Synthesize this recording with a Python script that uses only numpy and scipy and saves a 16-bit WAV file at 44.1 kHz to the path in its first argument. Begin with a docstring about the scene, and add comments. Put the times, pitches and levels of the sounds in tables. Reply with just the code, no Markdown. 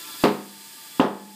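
"""A big tire being filled with air, heard on one microphone in a concrete garage.
Air hisses through the valve and sings faintly in the casing. Twice the tire thuds, most likely as its
beads jump onto the rim: a push of air, a slap of rubber, a ringing wheel, a short echo off the walls.
The recorder's gain control ducks the hiss after each thud."""
import sys
import numpy as np
from scipy import signal
from scipy.fft import rfft, irfft
from scipy.io import wavfile
from scipy.ndimage import uniform_filter1d

SR = 44100
rng = np.random.default_rng(int(sys.argv[2]) if len(sys.argv) > 2 else 0)


def wav_record(signal):
    """Record a signal, one row per channel, as 16-bit PCM in the file named by sys.argv[1]."""
    frames = np.transpose(np.atleast_2d(signal))
    bounded = np.clip(frames, -1, 1)
    # unit amplitude maps onto the largest positive 16-bit level
    quanta = np.round(bounded * 32767).astype(np.int16)
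    wavfile.write(sys.argv[1], SR, quanta)


N = 59535

# the two thuds: start_s, push_db, slip_db, slap_delay_s, reverb_swell_s, boom_hz, boom_db, echo_db
THUDS = [(0.2388, -6, -12, 0.00023, 0.0044, 238, -13, -7),
         (0.9976, 1, -18, 0.0028, 0.012, 283.4, -5.5, -8.5)]
# dull spectrum of the sidewall's shove: frequency_hz, gain_db
SIDEWALL_SPECTRUM = [(30, 13.5), (85, 1), (150, 22), (260, 38.5), (500, 24), (1000, 27), (1500, 18),
                     (1900, 14), (3000, 2.5), (4500, -17), (6500, -28), (16000, -34)]
IMPACT_RISE_S, RING_RISE_S = 0.00087, 0.013
SLIP_LEAD_S = 0.003013  # the rubber starts to slide this long before each thud


def valve_hiss():
    """Air rushes through the valve; crowded casing resonances ripple its spectrum."""
    spectrum = [(30, -54), (80, -29), (120, -6), (170, -3.5), (300, 2.5), (550, -8), (1000, -5), (1450, -8),
                (1750, -2), (2600, -2.5), (3400, 0.5), (4000, -0.5), (4900, 3.5), (5900, -4.5), (7000, 0),
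                (8400, 0), (10000, -2), (15500, -1)]  # the air jet: frequency_hz, density_db
    ripple_depth = [(100, -5.5), (500, 1), (1200, 4.5), (3500, 2.9), (6000, 2.2), (15000, -2.3)]  # colouring by the casing: frequency_hz, depth_db
    flow = [(0, 0), (.2, 1), (.235, 4.5), (.4, -1), (.56, -0.5), (.62, 0.5), (.98, -1), (1.06, -4.5),
            (1.35, -1.5)]  # rise and fall of the hiss: time_s, gain_db
    hiss_db, ripple_spacing_hz = -38, 34.94
    t, hz = np.arange(N) / SR, np.fft.rfftfreq(N, 1 / SR)
    ripple = np.interp(hz / ripple_spacing_hz, np.arange(len(hz)), rng.standard_normal(len(hz)))
    gain = amp(read(spectrum, hz) + read(ripple_depth, hz) * ripple)
    hiss = unit(irfft(rfft(rng.standard_normal(N)) * gain, N))
    return hiss * amp(hiss_db + np.interp(t, *np.transpose(flow)))


def casing_song():
    """The hiss excites narrow resonances that change each time the tire shifts on the rim."""
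    # resonances around the thuds: centre_hz, width_hz, before_db, between_db, after_db
    resonances = [(220, 42, -73, -70, -48), (316, 30, -59.5, -78, -58), (889, 25, -61.5, -55, -60),
                  (1015, 15, -61.5, -70, -75), (1190, 20, -56, -58.5, -84), (1350.3, 13, -53.5, -77, -82),
                  (1728, 11, -57.5, -65, -55.5), (3388, 16, -55, -58, -68), (3425, 30, -55.5, -56.5, -57),
                  (3570, 29, -54, -62.5, -78), (4053, 70, -55, -57, -72), (4766, 120, -54.5, -61, -87),
                  (8310, 1300, -65, -51.5, -53)]
    t, hz = np.arange(N) / SR, np.fft.rfftfreq(N, 1 / SR)
    thuds_so_far = sum((t > start).astype(int) for start, *_ in THUDS)
    out = np.zeros(N)
    for centre, width, *levels in resonances:
        peak = 1 / (1 + ((hz - centre) / width * 2) ** 2)
        out += shaped_noise(N, peak) * uniform_filter1d(amp(levels)[thuds_so_far], size=900)
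    return out


def thud(index, push_db, slap_delay_s, swell_s, boom_hz, boom_db, echo_db):
    """The sidewall shoves the air and booms, rubber slaps the rim, the wheel rings, the garage answers."""
    t = np.arange(SR) / SR
    boom_t60_s = 0.06
    shove = amp(push_db) * colour(signal.unit_impulse(SR), SIDEWALL_SPECTRUM)
    boom = amp(boom_db - 60 * t / boom_t60_s) * np.sin(2 * np.pi * boom_hz * t + np.pi / 4)
    push = -shove - boom * np.minimum(t / IMPACT_RISE_S, 1)
    out = push + amp(echo_db) * wall_echoes(push)
    add(out, slap_delay_s, rubber_slap(t, index))
    return out + wheel_ring(t, index) + garage_reverb(t, index, swell_s)


def rubber_slip():
    """Rubber slides on the rim: a short, dull rub that peaks as the thud begins."""
    t = np.arange(0, 2 * SLIP_LEAD_S, 1 / SR)
    rub = colour(rng.standard_normal(SR), SIDEWALL_SPECTRUM)[:len(t)]
    return unit(rub) * np.sin(np.pi * t / SLIP_LEAD_S / 2) ** 2


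def rubber_slap(t, index, fall_s=0.002):
    """Rubber hits the rim in a brief burst of noise."""
    spectra = [(60.5, -12, -1), (300, 17, 9), (1170, 24.5, 21), (1450, 6, 17.5), (1900, 21.5, 22),
               (2130, 14, 7.5), (2640, 10.5, 16), (3500, 11.5, 9.5), (4000, 2, 1), (4480, 17, -7),
               (5630, -6, -5), (8000, -11, -16), (16000, -11, -20)]  # colour of the slap: frequency_hz, first_thud_db, second_thud_db
    burst = rng.standard_normal(len(t)) * (1 - np.exp(-t / IMPACT_RISE_S)) * np.exp(-t / fall_s)
    return colour(burst / np.linalg.norm(burst), thud_spectrum(spectra, index))


def wheel_ring(t, index):
    """The struck wheel and casing ring in decaying modes."""
    modes = [(151.5, 0.36, -22, -26.5), (229.1, 0.32, -14, -16.5), (313, 0.36, -10.5, -36),
             (414.3, 0.26, -6.5, -19), (498, 0.36, -23, -19), (510.6, 0.18, -23.5, -24),
             (537.4, 0.39, -19.5, -20), (706, 0.3, -18.5, -28), (737, 0.51, -22.5, -24),
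             (881.4, 0.18, -13.5, -38), (1006, 0.22, -16, -27), (1053, 0.21, -19.5, -28),
             (1120, 0.12, -14, -29), (1250, 0.48, -27, -26)]  # their modes: pitch_hz, t60_s, first_thud_db, second_thud_db
    ring = np.zeros(len(t))
    for hz, t60, *levels in modes:
        ring += amp(levels[index] - 60 * t / t60) * np.sin(2 * np.pi * (hz * t + rng.random()))
    return ring * (1 - np.exp(-t / RING_RISE_S))


def cavity_tones():
    """The air inside the tire, struck by a thud, dies down to faint tones that the flow keeps alive."""
    # tones of the enclosed air: start_s, end_s, pitch_hz, t60_s, struck_db, held_db, fade_db_per_s
    tones = [(.24, .99, 201.1, 0.64, -17, -60, 16), (.24, 0.9, 902, 0.38, -23, -47, 18),
             (1.001, 1.39, 200.2, 0.56, -16, -39.5, 7.5), (1.0, 1.39, 860, 0.55, -20, -43.5, 5)]
    release_s, waver_step_s, waver_db, wander_cycles = 0.04, 0.0517, 1.4, 0.083
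    out = np.zeros(N)
    for start, end, hz, t60, struck_db, held_db, fade_db_per_s in tones:
        t = np.arange(0, end - start, 1 / SR)
        waver = waver_db * drift(t, waver_step_s)
        wander = wander_cycles * drift(t, waver_step_s)  # the pitch wanders a little
        level = amp(struck_db - 60 * t / t60) + amp(held_db - fade_db_per_s * t + waver)
        gate = (1 - np.exp(-t / RING_RISE_S)) * np.minimum((t[-1] - t) / release_s, 1)
        add(out, start, level * gate * np.sin(2 * np.pi * (hz * t + rng.random() + wander)))
    return out


def wall_echoes(push, low_cut_hz=169):
    """The walls throw the push back without its deepest bass."""
    reflections = [(0.0131, -7.5), (.0162, -10), (0.0523, 0.5)]  # early echoes: delay_s, gain_db
    thrown = signal.sosfilt(signal.butter(2, low_cut_hz, "highpass", fs=SR, output="sos"), push)
    out = np.zeros(len(push))
    for delay, db in reflections:
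        add(out, delay, amp(db) * thrown)
    return out


def garage_reverb(t, index, swell_s, block=1050):
    """Dense reflections off the concrete swell and then die band by band."""
    decay = [(60, 0.26), (200, 0.57), (500, 0.39), (1200, 0.44), (2500, 0.43), (5000, 0.3), (12000, 0.17)]  # reverberation time: frequency_hz, t60_s
    spectra = [(30, 1, -8), (80.5, 3, 5), (128, 20, 13.5), (176, 23.5, 28), (256, 32, 30.5),
               (404, 34, 34.5), (705, 24, 29), (1020, 27, 28.5), (1430, 19, 19), (1910, 16, 16),
               (2130, 16, 7.5), (3410, 12, 13), (4030, 12.5, 4.5), (4960, 9, 5.5), (5900, -2.5, -1.5),
               (16000, -16, -18)]  # colour of the tail: frequency_hz, first_thud_db, second_thud_db
    noise = np.concatenate([shaped_noise(block) for _ in range(len(t) // block + 1)])
    hz, frame_s, bands = signal.stft(noise, SR, nperseg=256)
    bands *= amp(-60 * frame_s / read(decay, hz)[:, None])
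    tail = signal.istft(bands, SR, nperseg=256)[1][:len(t)]
    tail *= 1 - np.exp(-t / swell_s)
    return colour(tail / np.linalg.norm(tail), thud_spectrum(spectra, index))


def amp(db):
    """Decibels to gain."""
    return 10 ** (np.asarray(db) / 20)


def unit(x):
    """Scales to rms 1."""
    return x / np.sqrt(np.mean(x ** 2) + 1e-20)


def read(points, hz):
    """Reads a table on a log-frequency axis."""
    f, value = np.transpose(points)
    return np.interp(np.log(hz + 1), np.log(f + 1), value)


def add(mix, start_s, sound):
    """Mixes a sound in at a time."""
    part = mix[max(round(start_s * SR), 0):][:len(sound)]
    part += sound[:len(part)]


def colour(x, spectrum, size=4096):
    """Minimum-phase filter from rows of frequency_hz, gain_db."""
    gain = amp(read(spectrum, abs(np.fft.fftfreq(size, 1 / SR))))
    taps = np.fft.ifft(np.exp(np.conj(signal.hilbert(np.log(gain))))).real
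    return signal.fftconvolve(x, taps[:size // 2])[:len(x)]


def thud_spectrum(spectra, index):
    """Picks one thud's column of levels."""
    return [(hz, levels[index]) for hz, *levels in spectra]


def shaped_noise(size, magnitude=1):
    """Random-phase noise at rms 1, white unless given a spectrum."""
    return unit(irfft(np.exp(2j * np.pi * rng.random(size // 2 + 1)) * magnitude, size))


def drift(t, step_s):
    """Glides to a new random value at each step."""
    return np.interp(t / step_s, np.arange(100), rng.standard_normal(100))


def scene():
    """Two thuds over the running air, in mono."""
    out = valve_hiss() + casing_song()
    for index, (start, push_db, slip_db, *settings) in enumerate(THUDS):
        add(out, start - SLIP_LEAD_S, amp(slip_db) * rubber_slip())
        add(out, start, thud(index, push_db, *settings))
    out += cavity_tones()
    return out[None]


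def record(dry):
    """The recorder: gain control with a slow recovery, soft overload, band limit."""
    threshold_db, slope, attack_s, release_db_per_s = -19.5, 0.64, 0.028, 11
    ceiling, high_cut_hz = 0.9, 15350
    power_db = 10 * np.log10(abs(uniform_filter1d(dry[0] ** 2, size=256)) + 1e-12)
    fall_db = np.arange(N) / SR * release_db_per_s
    peak_db = np.maximum.accumulate(power_db + fall_db) - fall_db  # holds each peak, then sinks
    over_db = np.maximum(peak_db - threshold_db, 0)
    pole = np.exp(-1 / (attack_s * SR))
    ducked = dry * amp(-slope * signal.lfilter([1 - pole], [1, -pole], over_db))
    limited = ceiling * np.tanh(ducked / ceiling)
    lowpass = signal.firwin(511, high_cut_hz, window=("kaiser", 9), fs=SR)
    return signal.oaconvolve(limited, lowpass[None], "same")


dry = scene()
out = record(dry)
wav_record(out)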